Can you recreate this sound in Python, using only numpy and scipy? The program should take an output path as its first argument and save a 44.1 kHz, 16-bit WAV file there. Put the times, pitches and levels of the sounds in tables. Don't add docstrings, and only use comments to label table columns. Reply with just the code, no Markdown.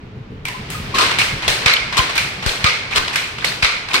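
import sys
import numpy as np
from scipy import signal
from scipy.fft import rfft, irfft, next_fast_len
from scipy.io import wavfile
from scipy.ndimage import uniform_filter1d, map_coordinates

SR = 44100
rng = np.random.default_rng(int(sys.argv[2]) if len(sys.argv) > 2 else 0)


def generate_wav(sig):
    pcm = np.round(np.clip(np.atleast_2d(sig).T, -1, 1) * 32767).astype(np.int16)
    wavfile.write(sys.argv[1], SR, pcm)


N = 176400

# start_s, crack_db (nominal peak), wash_db (before its rise and unevenness)
THROW_BLOWS = [(1.479, 2, -14.5), (1.5, -5.5, -24.5), (2.461, -6.5, -19), (2.49, -10, -23.5),
               (3.445, -2.5, -18)]
LANDING_BLOWS = [(1.659, 3.5, -11.5), (1.679, -2.5, -14), (2.642, 1.5, -14.5), (2.662, -2.5, -15.5),
                 (3.624, 1, -12.5), (3.646, 2, -19.5)]
THROW_BACK_BLOWS = [(0.942, -36, -16), (0.957, -22, -29), (0.984, -1, -14.5), (1.008, -3, -13),
                    (1.968, -4, -24), (1.977, 1.5, -34), (1.988, -10, -16), (2.95, -12, -22.5),
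                    (2.959, 1.5, -22.5), (2.973, -4.5, -20.5), (3.932, -8, -24), (3.941, -0.5, -17),
                    (3.959, -7, -33)]
FAR_LANDING_BLOWS = [(1.1861, 0, -13), (1.213, -5, -29), (2.153, -9.5, -19), (2.178, 0.5, -18),
                     (3.129, -16, -23), (3.157, -0.5, -18)]
LINKAGE_BLOWS = [(1.1099, -4.5, -22.5), (1.4216, -13, -21), (1.619, -17, -24.5), (1.924, -9.5, -20.5),
                 (2.095, -9, -23.5), (2.425, -12, -24), (2.6017, -14.5, -25.5), (2.909, -13.5, -21.5),
                 (3.078, -7, -25.5), (3.3834, -16.5, -30), (3.4087, -28, -28), (3.8855, -14.5, -25.5),
                 (3.9075, -15, -26.5)]


def amp(db):
    return 10 ** (np.asarray(db) / 20)


def unit(x):
    return x / np.sqrt(np.mean(x ** 2) + 1e-20)


def along(points, hz):
    point_hz, value = np.transpose(points)
    return np.interp(np.log(hz + 1), np.log(point_hz + 1), value)


def curve(rows):
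    return amp(np.interp(np.arange(N) / SR, *np.transpose(rows)))


def wobble(rate):
    knots = rng.standard_normal(int(N / SR * rate) + 9)
    return map_coordinates(knots, [np.arange(N) * rate / SR])


def filtered(x, response):
    size = next_fast_len(N + 8192)
    hz = np.fft.rfftfreq(size, 1 / SR)
    return irfft(rfft(x, size) * response(hz), size)[..., :N]


def rush(spectrum, least=0):
    # pitch_hz, correlation (0 to 1)
    likeness = [(60, 0.99), (300, 0.95), (650, 0.26), (1400, 0.013)]

    def mid_side(hz):
        turn = np.arccos(np.clip(along(likeness, hz), least, 1)) / 2
        return amp(along(spectrum, hz)) * [np.cos(turn), np.sin(turn)]

    mid, side = filtered(rng.standard_normal((2, N)), mid_side)
    return unit(np.array([mid + side, mid - side]))


def sides(pan_db):
    return amp([[pan_db / 2], [-pan_db / 2]])


def swell(t, rise):
    return 1 - np.exp(-np.maximum(t, 0) / rise)


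def hiss():
    # (per Hz, relative)
    hiss_tone = [(300, 0.5), (500, -5), (840, -4), (2400, -9.5), (4000, -17.5), (7000, -33), (12000, -70)]
    return amp(-42.5 + 1.5 * wobble(4.3)) * rush(hiss_tone)


def hum():
    # time_s, level_db
    hum_level = [(0.0, -35.5), (0.78, -30), (4.0, -40)]
    # (per Hz, relative)
    hum_tone = [(12, -40), (25, -4.5), (60, -5), (114, 2), (190, -3.5), (330, -16), (430, -9.5), (700, -35),
                (1200, -65)]
    lumps_db = 16.4 * np.log10(10) * 0
    lumps = amp(0.82 * wobble(5.8) + 2.4 * wobble(24.67))
    return curve(hum_level) * lumps * rush(hum_tone)


def whir():
    # time_s, level_db
    whir_level = [(0.4, -39.5), (1.08, -28.5), (4.0, -35.5)]
    # (per Hz, relative)
    whir_tone = [(150, -48), (250, -11.5), (631, -8.5), (2310, -8.5), (4930, -16), (14000, -54)]
    running = swell(np.arange(N) / SR - 0.45, 0.014)
    return curve(whir_level) * running * amp(0.33 * wobble(150)) * rush(whir_tone)


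def shocks():
    # start_s, level_db (before the rise), left_right_db, t60_s, first_direction (1 or -1)
    pushes = [(1.4787, -22, 17, 0.12, 1), (1.6597, -6, 6, 0.041, 1), (1.99, -13, 21, 0.069, 1),
              (2.461, -18, 25.5, 0.12, -1), (2.6427, -5, 7, 0.046, 1), (2.973, -27.5, 23, 0.18, -1),
              (3.6284, -14, 11, 0.089, 1)]
    rise_s, first_hz, sag_s = 0.0021, 220, 0.0047
    out, t = np.zeros((2, N + SR)), np.arange(SR // 2) / SR
    push = swell(t, rise_s) * np.sin(2 * np.pi * first_hz * sag_s * np.log(1 + t / sag_s))
    for start_s, level_db, pan_db, t60_s, direction in pushes:
        shock = direction * sides(pan_db) * amp(level_db - 60 * t / t60_s) * push
        out[:, round(start_s * SR):][:, :len(t)] += shock
    return out[:, :N]


def knocks(start_s, pitch_hz, peak_db):
    cycles, pan_scatter_db, rise_s = 26.5, 5.5, 0.00024
    t = np.arange(SR // 50) / SR
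    pan, phase = rng.standard_normal((len(start_s), 2)).T[..., None]
    first = np.round(start_s * SR).astype(int)[:, None]
    at = (first + np.arange(len(t))).ravel()
    fall_db = peak_db[:, None] - 60 * t * pitch_hz[:, None] / cycles
    turns = 2 * np.pi * pitch_hz[:, None] * t
    out = []
    for side in (1, -1):
        level = amp(fall_db + side * pan_scatter_db * pan / 2)
        rings = level * swell(t, rise_s) * np.sin(turns + side * phase)
        out.append(np.bincount(at, rings.ravel(), N + SR)[:N])
    return np.array(out)


def rattle():
    per_s, t60_s, uneven_db = 260, 0.5, 3.5
    middle_hz, scatter_octaves = 2500, 0.35
    when, pitch, size = rng.random((N * per_s // SR, 3)).T
    s = when * N / SR
    blow_rows = THROW_BLOWS + LANDING_BLOWS + THROW_BACK_BLOWS + FAR_LANDING_BLOWS + LINKAGE_BLOWS
    start, _, wash_db = np.transpose(blow_rows)[..., None]
    fading = amp(wash_db - 60 * np.abs(s - start) / t60_s)
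    power = ((s > start) * fading ** 2).sum(axis=0)
    peak_db = 10 * np.log10(power + 1e-12) - uneven_db * np.log(size)
    octaves = scatter_octaves * np.log(pitch / (1 - pitch)).clip(-2, 2)
    return knocks(s, middle_hz * 2 ** octaves, peak_db)


def single_knocks():
    # start_s, pitch_hz, peak_db (nominal, before rise and panning)
    knock_rows = [(1.9352, 1890, -13), (1.9478, 2280, -11), (1.9915, 2640, -2), (2.9283, 2380, -7.5),
                  (2.9355, 2300, -10), (3.409, 3500, -14), (3.4443, 2240, 0), (3.9148, 2410, -9),
                  (3.9562, 4300, 4)]
    return knocks(*np.transpose(knock_rows))


def clanks():
    # start_s, pitch_hz, level_db (before the modes are weighted and summed)
    clank_rows = [(0.452, 2330, -28.5), (.543, 1028, -29), (0.747, 1237, -27.5), (.94, 1075, -21),
                  (0.979, 1236, -20), (1, 1043, -18), (1.19, 2460, -20), (1.989, 1036, -17),
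                  (2.176, 2350, -18), (2.487, 4200, -27), (2.659, 1229, -15.5), (2.977, 1046, -21.5),
                  (3.156, 2400, -22), (3.471, 4320, -24), (3.948, 2250, -18)]
    rise_s, spread = 0.0015, 0.032
    cycles_at_1khz = 190
    out, t = np.zeros((2, N + SR)), np.arange(SR // 2) / SR
    for start_s, pitch_hz, level_db in clank_rows:
        detune, phase = rng.standard_normal((2, 5, 2, 1))
        detune[0] = 0
        mode_hz = pitch_hz * (1 + spread * detune[:, :1])
        modes = np.sin(2 * np.pi * mode_hz * t + np.pi * phase)
        cluster = 2 * modes[0] + 0.6 * modes[1:].sum(axis=0)
        fall_db = level_db - 60 * t * np.sqrt(pitch_hz * 1000) / cycles_at_1khz
        out[:, round(start_s * SR):][:, :len(t)] += amp(fall_db) * swell(t, rise_s) * cluster
    return out[:, :N] * amp(wobble(110))


def blows(rows, tone, crack_t60_s, wash_rise_s, bright_db):
    # pitch_hz, t60_s
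    room = [(300, 0.76), (2500, 0.73), (9000, 0.56), (15000, 0.55)]
    crest_db, hold_s, crack_rise_s = 9, 0.0023, 0.0008
    hz, frames, wash_bands = signal.stft(rush(tone), SR, nperseg=128)
    t = np.arange(SR // 2) / SR
    wash_power, crack_power = np.zeros(wash_bands.shape[1:]), np.zeros(N + SR)
    for start_s, crack_db, wash_db in rows:
        age = frames - start_s
        wash_fall_db = wash_db - 60 * np.maximum(age, 0) / along(room, hz)[:, None]
        wash_power += (amp(wash_fall_db) * swell(age, wash_rise_s)) ** 2
        crack_fall_db = crack_db - crest_db - 60 * np.maximum(t - hold_s, 0) / crack_t60_s
        crack_power[round(start_s * SR):][:len(t)] += (amp(crack_fall_db) * swell(t, crack_rise_s)) ** 2
    grain = rng.standard_normal(wash_power.shape)
    patches = unit(uniform_filter1d(uniform_filter1d(grain, size=2, axis=0), size=5, axis=1))
    wash_bands = wash_bands * np.sqrt(wash_power) * amp(0.77 * patches)
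    wash = signal.istft(wash_bands, SR, nperseg=128)[1][:, :N]
    bright_tone = [(f, db + bright_db * np.log2(f / 1000)) for f, db in tone]
    sharp = rush(bright_tone, least=0.6)
    return wash + np.sqrt(crack_power[:N]) * sharp * amp(1.76 * wobble(400))


def starter_and_clutch():
    # start_s, crack_db (nominal peak), wash_db (before its rise and unevenness)
    starter_rows = [(0.452, -10, -24.5), (0.4835, -10.5, -44)]
    clutch_rows = [(0.7015, -13.5, -26.5)]
    # (per Hz, relative)
    starter_tone = [(180, -38), (634, -18), (1030, 0), (1190, -13), (2100, -1), (16000, -33)]
    clutch_tone = [(300, -20), (1300, -10), (2300, -6.5), (16000, -27)]
    shape = dict(crack_t60_s=0.031, wash_rise_s=0.011, bright_db=0.9)
    return blows(starter_rows, starter_tone, **shape) + blows(clutch_rows, clutch_tone, **shape)


def linkage():
    # (per Hz, relative)
    link_tone = [(180, -27), (1120, 5), (1390, -0.5), (2570, 1.5), (4590, -5.5), (16000, -41)]
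    return blows(LINKAGE_BLOWS, link_tone, crack_t60_s=0.057, wash_rise_s=0.0095, bright_db=0.14)


def throw():
    # (per Hz, relative)
    throw_tone = [(180, -26), (425, 4.5), (750, -1.5), (1510, 2), (4230, 2), (16000, -26.5)]
    return blows(THROW_BLOWS, throw_tone, crack_t60_s=0.029, wash_rise_s=0.0041, bright_db=0.14)


def landing():
    # (per Hz, relative)
    landing_tone = [(180, -64), (440, -12.5), (801, -17), (1210, -6), (1900, -7.5), (2270, -0.5),
                    (2650, -8), (4590, -10), (16000, -50)]
    return blows(LANDING_BLOWS, landing_tone, crack_t60_s=0.039, wash_rise_s=0.003, bright_db=0.14)


def throw_back():
    # (per Hz, relative)
    back_tone = [(180, -19.5), (398, -8), (885, -14.5), (1030, -2.5), (1300, -6), (4230, -9.5),
                 (16000, -42.5)]
    return blows(THROW_BACK_BLOWS, back_tone, crack_t60_s=0.081, wash_rise_s=0.0062, bright_db=1)


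def far_landing():
    # (per Hz, relative)
    far_tone = [(200, -26), (1610, -6.5), (1970, -5.5), (2440, -2.5), (2650, -6.5), (4750, -12),
                (16000, -38)]
    return blows(FAR_LANDING_BLOWS, far_tone, crack_t60_s=0.026, wash_rise_s=0.0043, bright_db=0.41)


def loom():
    # pitch_hz, gain_db at the mode
    frame_modes = [(1395, 1.5), (2146, 5.5), (2440, 3.5), (4125, 5.5)]
    mode_width = 0.011
    right_lag_s, lag_from_hz = 0.000446, 950

    def frame(hz):
        response = 1
        for mode_hz, gain_db in frame_modes:
            damping = 1j * hz * mode_width * mode_hz
            response = response + (amp(gain_db) - 1) * damping / (mode_hz ** 2 - hz ** 2 + damping)
        return response

    def lag(hz):
        half_turn = np.pi * np.maximum(hz - lag_from_hz, 0) * right_lag_s
        return np.exp(-1j * half_turn * np.array([[-1], [1]]))

    hits = starter_and_clutch() + linkage() + throw() + landing() + throw_back() + far_landing()
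    return filtered(filtered(hits, frame) + clanks() + rattle() + single_knocks(), lag)


def scene():
    return hiss() + hum() + whir() + shocks() + loom()


def record(dry):
    # pitch_hz, gain_db
    housing = [(1700, -1), (2300, 0.5), (2900, 0), (7400, 1), (8250, 6), (9200, 3.5)]
    # pitch_hz, left_right_db
    port_balance = [(120, 1), (400, -2.5), (1000, 3.5), (1500, -3.5), (2300, -6.5), (3000, 5.5),
                    (4800, 5.5), (6500, -3), (7600, -4), (8200, 54), (10000, 10), (13500, 3), (15500, -12)]
    ceiling, knee, top_hz = 0.99, 6, 15800

    def ports(hz):
        left_share = 1 / (1 + amp(-2 * along(port_balance, hz)))
        return amp(along(housing, hz)) * np.sqrt(2 * np.array([left_share, 1 - left_share]))

    heard = filtered(dry, ports)
    held = heard / (1 + np.abs(heard / ceiling) ** knee) ** (1 / knee)
    return filtered(held, lambda hz: hz < top_hz)


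dry = scene()
out = record(dry)
generate_wav(out)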